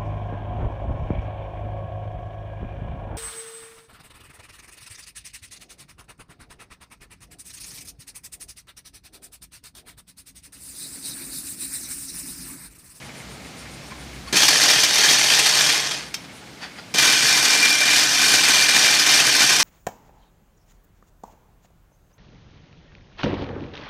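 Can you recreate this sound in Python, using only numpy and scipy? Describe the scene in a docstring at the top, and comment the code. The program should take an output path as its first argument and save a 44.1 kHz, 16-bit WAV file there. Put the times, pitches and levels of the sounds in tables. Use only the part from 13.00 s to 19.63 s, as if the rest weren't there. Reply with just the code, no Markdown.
"""A workshop, just above the deck of a wire braiding machine that starts, runs, coasts to a halt
and starts again. Steel bobbin carriers collide in the horn gears forty times a second and rattle in
their tracks; the impacts excite the resonances of the deck and the guide ring. In the pauses a
tension lever pings once and handled wire scrapes and squeals by friction. Behind it all are a thin,
far squeak, motor hum and the noise of the shop."""
import sys
import numpy as np
from scipy import signal
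from scipy.fft import rfft, irfft
from scipy.io import wavfile
from scipy.ndimage import uniform_filter1d

SR = 44100
rng = np.random.default_rng(int(sys.argv[2]) if len(sys.argv) > 2 else 0)


def to_wav(sig):
    """Store sig (one row per channel, or 1-D mono) as 16-bit WAV at the path in sys.argv[1].

    Samples outside -1..1 are clipped; the rate is SR.
    """
    pcm = np.clip(np.atleast_2d(sig), -1, 1) * 32767
    pcm = np.round(pcm).astype(np.int16)
    wavfile.write(sys.argv[1], SR, pcm.T)  # frames by channels


N = 292383
T = np.arange(N) / SR


# how hard the machine works: (time [s], clatter at full speed [dB], guide ring over clatter [dB])
WORKLOAD = [(1.37, -15, -17), (1.8, -14.5, -19), (1.89, -18, -15), (2.08, -13.5, -18), (2.65, -18.5, -17),
            (4.0, -13, -11.5), (4.17, -15.5, -11.5), (4.45, -15, -13.5), (4.65, -16.5, -7),
            (4.96, -16.5, -7.5), (5.07, -17.5, -16), (5.25, -16.5, -10), (5.58, -15, -10.5),
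            (6.63, -15.5, -14.5)]
# the hardest slams of carriers in their tracks: (time [s], peak level [dB])
CARRIER_SLAMS = [(1.368, -7.5), (1.42, -13), (1.484, -6), (1.556, -15), (1.705, -8.5), (1.836, -8),
                 (2.234, -13), (2.392, -9), (2.462, -12), (2.61, -8.5), (2.779, -22), (2.834, -27),
                 (2.915, -24.5), (3.986, -16), (4.454, -13.5), (4.532, -18), (4.902, -25), (5.36, -17),
                 (5.66, -28), (6.295, -12)]
# spectral envelope of the clatter: (frequency [Hz], level [dB])
STEEL_SPECTRUM = [(35, -92), (60, -49), (129, -19.5), (226, -17), (298, -13), (521, -16.5), (792, -8.5),
                  (1170, -9.5), (1830, -3), (2200, -5.5), (2360, -3.5), (2590, -4), (5710, -4), (8470, -11),
                  (15500, -28.5)]

def machine(slam_rise_s=0.0023, slam_fall_s=0.0083, tick_db=-4):
    """Impact excitation: one force envelope drives the loose parts, the deck and the guide ring."""
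    force, speed = drive()
    load_db, ring_db = curves(WORKLOAD)
    slams = sum(undb(db) * burst(s, slam_rise_s, slam_fall_s) for s, db in CARRIER_SLAMS)
    running = force * undb(load_db) * np.hypot(1, speed * knocks(slam_fall_s))
    force = np.hypot(running, slams)  # independent impacts add in power
    hits = rattle(force) + undb(tick_db) * ticks(force) + deck(force) + clinks(force)
    clatter = unit(colour(hits, STEEL_SPECTRUM)) * rms(force)
    return soften(clatter, speed) + guide_ring(force * undb(ring_db))


# runs of the gears: (clutch grips [s], slack taken up [s], a gear cycle begins [s],
# coasting begins [s], standstill [s])
GEAR_RUNS = [(1.327, 1.356, 1.504, 2.65, 3.13), (3.940, 3.983, 4.098, 7.0, 7.5)]

def drive(beat_hz=39.7, slack_db=-6.5, force_power=1.34):
    """Uniform deceleration: force and speed (0-1) jump up as the clutch grips and fall in coasting."""
    force, speed = np.zeros(N), np.ones(N)
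    for start, taut, first, coast, stop in GEAR_RUNS:
        pace = np.clip((stop - T) / (stop - coast), 0, 1)
        grip = (T >= start) * undb(slack_db * (T < taut))  # lighter while the gears have slack
        beats = beat_hz * (np.cumsum(pace) / SR - first)
        force += grip * pace ** force_power * handovers(beats)
        speed = np.where(T >= start, pace, speed)
    return force, speed


def handovers(beats, cycle_beats=12, peak_beat=9.6, swell_db=0.61, alternate_db=0.53, scatter_db=1.18):
    """Periodic forcing: each hand-over between horn gears jolts the carriers, every second one harder."""
    beat = np.floor(beats).astype(int)
    db = swell_db * np.cos(2 * np.pi * (beat - peak_beat) / cycle_beats)
    db += alternate_db * np.where(beat % 2, 1, -1) + scatter_db * noise()[beat]
    jolts = uniform_filter1d(1.5 + np.exp(-(beats - beat) / 0.84), size=90)  # steady push + fading jolt
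    return undb(db) * jolts / np.sqrt(uniform_filter1d(jolts ** 2, size=6000))


def knocks(fall_s, rate=18, knock_db=-11):
    """Poisson process: the envelope of lighter slams, each decaying exponentially."""
    hits = np.abs(contacts(rate, spread_db=-7))
    decays = signal.lfilter([1], [1, -np.exp(-1 / (fall_s * SR))], hits)
    return undb(knock_db) * unit(uniform_filter1d(decays, size=90))


def rattle(force, carriers=8, ring_t60=0.016, passing_db=2.0):
    """Contact chatter: each carrier clicks and rings briefly as it swings near and far."""
    out = 0
    for _ in range(carriers):
        hits = contacts(rate=300, spread_db=5) * force * undb(passing_db * walk(20))
        out = out + tail(hits, ring_t60) + hits
    return unit(out) * rms(force)


def ticks(force, rate=200, low_hz=5500):
    """Brief contacts radiate high frequencies: wires and hooks flick against each other."""
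    hits = tail(contacts(rate, spread_db=-0.5) * force, t60=0.016)
    return unit(butterworth(hits, 2, low_hz, "high")) * rms(force)


# deck and carrier resonances, whose balance shifts with the listening place between the runs:
# (frequency [Hz], bandwidth [Hz], gain in the first run [dB], gain in the second run [dB])
DECK_MODES = [(132, 28, 6, 4.5), (240, 45, -9, 3.5), (297, 28, 0.5, 5.5), (442, 28, 8, 6),
              (615, 39, 5, -2.5), (804, 43, -1, -3.5), (1517, 40, -8, 7), (1826, 210, -7.5, -4),
              (2110, 40, 3, 3), (3117, 93, 1.5, 1.5), (3298, 41, 7.5, 2), (3576, 52, -1.5, -0.5),
              (4445, 69, 5, 3.5), (5200, 60, -1.5, 1.5), (5500, 34, 1.5, 1.5), (5730, 115, 3, 2),
              (6170, 60, 4, 1), (8280, 53, 7.5, 8.5)]

def deck(force, rate=110, spread_db=2.5):
    """Modal response: each resonance is struck separately as carriers knock on its part of the deck."""
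    restarted = T >= GEAR_RUNS[1][0]
    out = 0
    for hz, width, first_db, second_db in DECK_MODES:
        gain = undb(np.where(restarted, second_db, first_db))
        out = out + band(force * contacts(rate, spread_db) * gain, hz, width)
    return out


def clinks(force, count=2000, low_hz=1700, high_hz=6800, t60=.035, share_db=-12):
    """Free vibration: springs, hooks and pawls ring as damped sinusoids, each at its own pitch."""
    age = T[:1400]
    out, fade = np.zeros(N + len(age)), decay(age, t60)
    for when, pitch, size in rng.random((count, 3)):
        i, hz = int(when * N), low_hz + (high_hz - low_hz) * pitch
        out[i:i + len(age)] += force[i] * (.5 + size) * np.sin(2 * np.pi * hz * age) * fade
    return undb(share_db) * unit(out[:N]) * rms(force)


def soften(clatter, speed, boom_hz=900, fine_hz=8000):
    """Spectral tilt: as the gears slow, the softer blows are boomier and lose their top."""
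    speed = np.maximum(speed, .1)
    boom, boom_gain = butterworth(clatter, 1, boom_hz, "low"), undb(1.5) * speed ** -0.56
    fine, fine_gain = butterworth(clatter, 1, fine_hz, "high"), undb(-1) * speed
    return clatter + boom * (boom_gain - 1) + fine * (fine_gain - 1)


def guide_ring(force, hz=2376, width_hz=28, bite=0.7, flutter_db=2.5, stutter_db=1.0):
    """Phase diffusion: repeated blows blur the steel ring's note, and the hardest ring it most."""
    phase = np.cumsum(2 * np.pi * hz / SR + np.sqrt(2 * np.pi * width_hz / SR) * noise())
    blow, mean = (np.abs(uniform_filter1d(force, size=n)) + 1e-9 for n in (250, 3500))
    flutter = undb(flutter_db * walk(140) + stutter_db * walk(28))
    return blow * (blow / mean) ** bite * unit(np.sin(phase) * flutter)


# the clutch engaging: (time [s], crack level [dB], thump level [dB])
CLUTCH_GRIPS = [(1.327, -22, -22), (3.943, -31, -28.5)]

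def clutch(thump_hz=290):
    """Shock excitation: the drive grips with a broadband crack, then a thump of the frame."""
    crack, thump = unit(colour(noise(), STEEL_SPECTRUM)), steep_band(noise(), thump_hz, 330)
    return sum(undb(crack_db) * crack * burst(s, rise=0.00046, fall=0.028)
               + undb(thump_db) * thump * burst(s + 0.0042, rise=0.0022, fall=0.025)
               for s, crack_db, thump_db in CLUTCH_GRIPS)


# modes of the tension lever: (frequency [Hz], relative level [dB], 60 dB decay time [s])
LEVER_MODES = [(2160, -7, .2), (2280, -4, 0.19), (3180, -2, 0.12), (5000, -4, .15), (5430, 3, 0.14),
               (5840, -2, .11)]

def lever(snap_s=3.1423, level_db=-20.5, modes_db=-15):
    """Modal decay: a tension lever snaps back with a crack and its modes ring on."""
    age = np.maximum(T - snap_s, 0)
    modes = sum(undb(db + 2 * walk(110)) * np.sin(2 * np.pi * hz * age) * decay(age, t60)
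                for hz, db, t60 in LEVER_MODES)
    spectrum = [(300, -12), (1400, -7), (2200, 0), (3800, 0.5), (5500, 1), (7500, -7), (15000, -19)]
    crack = unit(colour(noise(), spectrum)) * burst(snap_s, rise=.0008, fall=0.0078)
    return undb(level_db) * (crack + undb(modes_db) * modes)


# bobbins nudged and wire dragged by hand: (peak time [s], level [dB], rise [s], fall [s], centre [Hz])
WIRE_SCRAPES = [(.06, -46, .02, .03, 2100), (.61, -44, .01, 0.021, 2200), (.78, -49, .02, .03, 2000),
                (.915, -45, 0.011, 0.018, 2200), (1.02, -46, .02, .03, 2200),
                (1.281, -41, 0.014, 0.044, 2500), (3.243, -41.5, .003, .015, 4500),
                (3.43, -46, .015, .015, 600), (3.633, -30.5, 0.013, 0.026, 2300),
                (3.792, -36.5, 0.018, 0.01, 1700)]

def wire_scrapes(grain_t60=0.01):
    """Sliding friction: dense tiny impacts merge into gritty bursts."""
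    grains = tail(contacts(rate=2000, spread_db=3), grain_t60)
    spectrum = [(200, -7), (800, 21), (1800, 15), (2800, 13.5), (5000, 12), (9000, -6), (15000, -14)]
    grit = colour(grains, spectrum)
    return sum(undb(db) * burst(s, rise, fall) * unit(band(grit, hz, 2 * hz))
               for s, db, rise, fall, hz in WIRE_SCRAPES)


# squeals of taut wire: (peak time [s], duration [s], frequency [Hz], level [dB])
WIRE_SQUEALS = [(0.923, 0.016, 1045, -39.5), (0.61, 0.04, 5500, -52), (.85, .1, 5450, -56),
                (1.28, 0.015, 1100, -39), (1.283, 0.0086, 4370, -41), (3.795, .025, 4800, -47)]

def wire_squeals(waver=0.0042):
    """Friction-excited vibration: taut wire gives brief tones of slightly wavering pitch."""
    warped_time = np.cumsum(1 + waver * walk(200)) / SR
    return sum(undb(db) * swell(s, length) * unit(np.sin(2 * np.pi * hz * warped_time))
               for s, length, hz, db in WIRE_SQUEALS)


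def far_squeak(first_s=.05, turn_s=.138, length_s=0.08, hz=9300, start_db=-51, fade_db_per_s=-2.2):
    """Periodic friction: a far part whistles and rubs once a turn, varying in pitch and strength."""
    times = np.arange(first_s, T[-1], turn_s)
    air, out = noise(), np.zeros(N)
    rub = steep_band(noise(), hz=7500, width=7000)
    for s, (pitch, size) in zip(times, rng.standard_normal((len(times), 2))):
        near = np.abs(T - s) < turn_s
        whistle = steep_band(air[near], hz + 300 * pitch, width=450)
        gain = undb(start_db + fade_db_per_s * s + 2.5 * size)
        out[near] += gain * swell(s, length_s)[near] * (whistle + rub[near])
    return out


# spectral envelope of the shop noise: (frequency [Hz], level [dB])
SHOP_SPECTRUM = [(15, -32), (25, -35), (52, -21), (129, -5.5), (246, -5.5), (359, -11), (389, -13.5),
                 (469, -12.5), (523, -12.5), (1050, -14), (1300, -11.5), (1800, -12.5), (4380, -15),
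                 (9300, -30), (15500, -41)]
# the background rumble and hiss are a little fainter after the first run:
# (time [s], rumble [dB], hiss [dB], top hiss [dB])
BACKGROUND_LEVELS = [(1.3, -43, -45.5, -50.5), (3.2, -45.5, -47, -53.5)]

def workshop(flicker_db=-0.27, tinkle_db=-5):
    """Incoherent sources: machines further off blend into rumble, hiss and a light tinkle."""
    rumble_db, hiss_db, top_db = curves(BACKGROUND_LEVELS)
    edges = [(900, "low"), ([900, 6000], "band"), (6000, "high")]
    low, middle, top = (unit(butterworth(colour(noise(), SHOP_SPECTRUM), 4, hz, kind))
                        for hz, kind in edges)
    tinkle = steep_band(tail(contacts(rate=83, spread_db=4.5), t60=0.082), hz=2080, width=650)
    hiss = (middle + undb(tinkle_db) * tinkle) * undb(hiss_db) + top * undb(top_db)
    return low * undb(rumble_db) + hiss * undb(flicker_db * walk(38))


# bands of the motor hum: (frequency [Hz], bandwidth [Hz], relative level [dB])
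HUM_BANDS = [(62.3, 13, -2.5), (136.5, 15, -3)]
# the hum is strongest just before the first start: (time [s], level [dB])
HUM_LEVEL = [(0, -52), (1.3, -44), (1.9, -69), (3.3, -58), (4.0, -61)]

def motor_hum():
    """Narrowband noise: two low bands make an unsteady drone."""
    hum = sum(undb(db) * steep_band(noise(), hz, width) for hz, width, db in HUM_BANDS)
    return hum * undb(curves(HUM_LEVEL)[0])


def undb(db):
    """Decibels to amplitude ratio."""
    return 10 ** (np.asarray(db) / 20)


def rms(x):
    """Root-mean-square amplitude, kept above zero."""
    return np.sqrt(np.mean(x ** 2) + 1e-18)


def unit(x):
    """Normalisation to rms 1."""
    return x / rms(x)


def noise():
    """Gaussian white noise."""
    return rng.standard_normal(N)


def curves(rows):
    """Linear interpolation of each table column in time."""
    s, *columns = np.transpose(rows)
    return [np.interp(T, s, c) for c in columns]


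def walk(rate):
    """Random modulation: levels held for 1 / rate seconds and smoothed, at rms 1."""
    hold = max(int(SR / rate), 2)
    steps = np.repeat(noise()[:N // hold + 1], hold)
    return unit(uniform_filter1d(uniform_filter1d(steps, hold), hold // 2)[:N])


def contacts(rate, spread_db):
    """Poisson impacts, on average `rate` a second, of uneven size and either sign."""
    chance = rng.random(N)
    hit, out = chance < rate / SR, np.zeros(N)
    out[hit] = np.sign(chance[hit] - rate / SR / 2) * undb(spread_db * np.clip(noise()[hit], -2, 2))
    return unit(out)


def burst(s, rise, fall):
    """Exponential rise to 1 at time s, then exponential fall; time constants in seconds."""
    return np.exp(-np.minimum(np.maximum((s - T) / rise, (T - s) / fall), 20))


def swell(s, length):
    """Gaussian envelope around time s."""
    return np.exp(-np.minimum((2 * (T - s) / length) ** 2, 20))


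def decay(age, t60):
    """Exponential damping by 60 dB in t60 seconds."""
    return np.exp(-np.log(1000) * age / t60)


def band(x, hz, width):
    """Second-order resonance, gain 1 at its centre."""
    return signal.lfilter(*signal.iirpeak(min(hz, SR / 2 - 500), hz / width, fs=SR), x)


def steep_band(x, hz, width):
    """Two equal resonances in cascade, scaled to rms 1."""
    return unit(band(band(x, hz, width), hz, width))


def butterworth(x, order, hz, kind):
    """Filter with a maximally flat passband."""
    return signal.sosfilt(signal.butter(order, hz, kind, fs=SR, output="sos"), x)


def colour(x, points, size=4096):
    """Minimum-phase filter through the points (frequency [Hz], gain [dB])."""
    hz, db = np.transpose(points)
    bin_hz = np.arange(size // 2 + 1) * SR / size
    log_gain = np.log(undb(np.interp(np.log(bin_hz + 1), np.log(hz), db)))
    cepstrum = irfft(log_gain)[:size // 2]
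    cepstrum[1:] *= 2  # folding makes the response causal
    return signal.fftconvolve(x, irfft(np.exp(rfft(cepstrum, size))))[:N]


def tail(x, t60):
    """Diffuse decay of many modes or reflections, at unchanged power."""
    age = T[:int(t60 * SR) + 2]
    response = rng.standard_normal(SR)[:len(age)] * decay(age, t60)
    return signal.oaconvolve(x, response / np.linalg.norm(response))[:N]


def scene(reverb_db=-9.5):
    """Superposition: direct sound, its short reverberation in a padded enclosure, and the background."""
    near = machine() + clutch() + lever() + wire_scrapes() + wire_squeals()
    reverb = undb(reverb_db) * tail(near, t60=0.22)
    return (near + reverb + workshop() + motor_hum() + far_squeak())[None]


def record(dry, ceiling=0.54, top_hz=15500):
    """Soft saturation: the tallest peaks are rounded off, and a steep low-pass cuts the top."""
    rounded = ceiling * np.tanh(dry / ceiling)
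    return signal.sosfilt(signal.ellip(10, .2, 80, top_hz, fs=SR, output="sos"), rounded)


dry = scene()
out = record(dry)
to_wav(out)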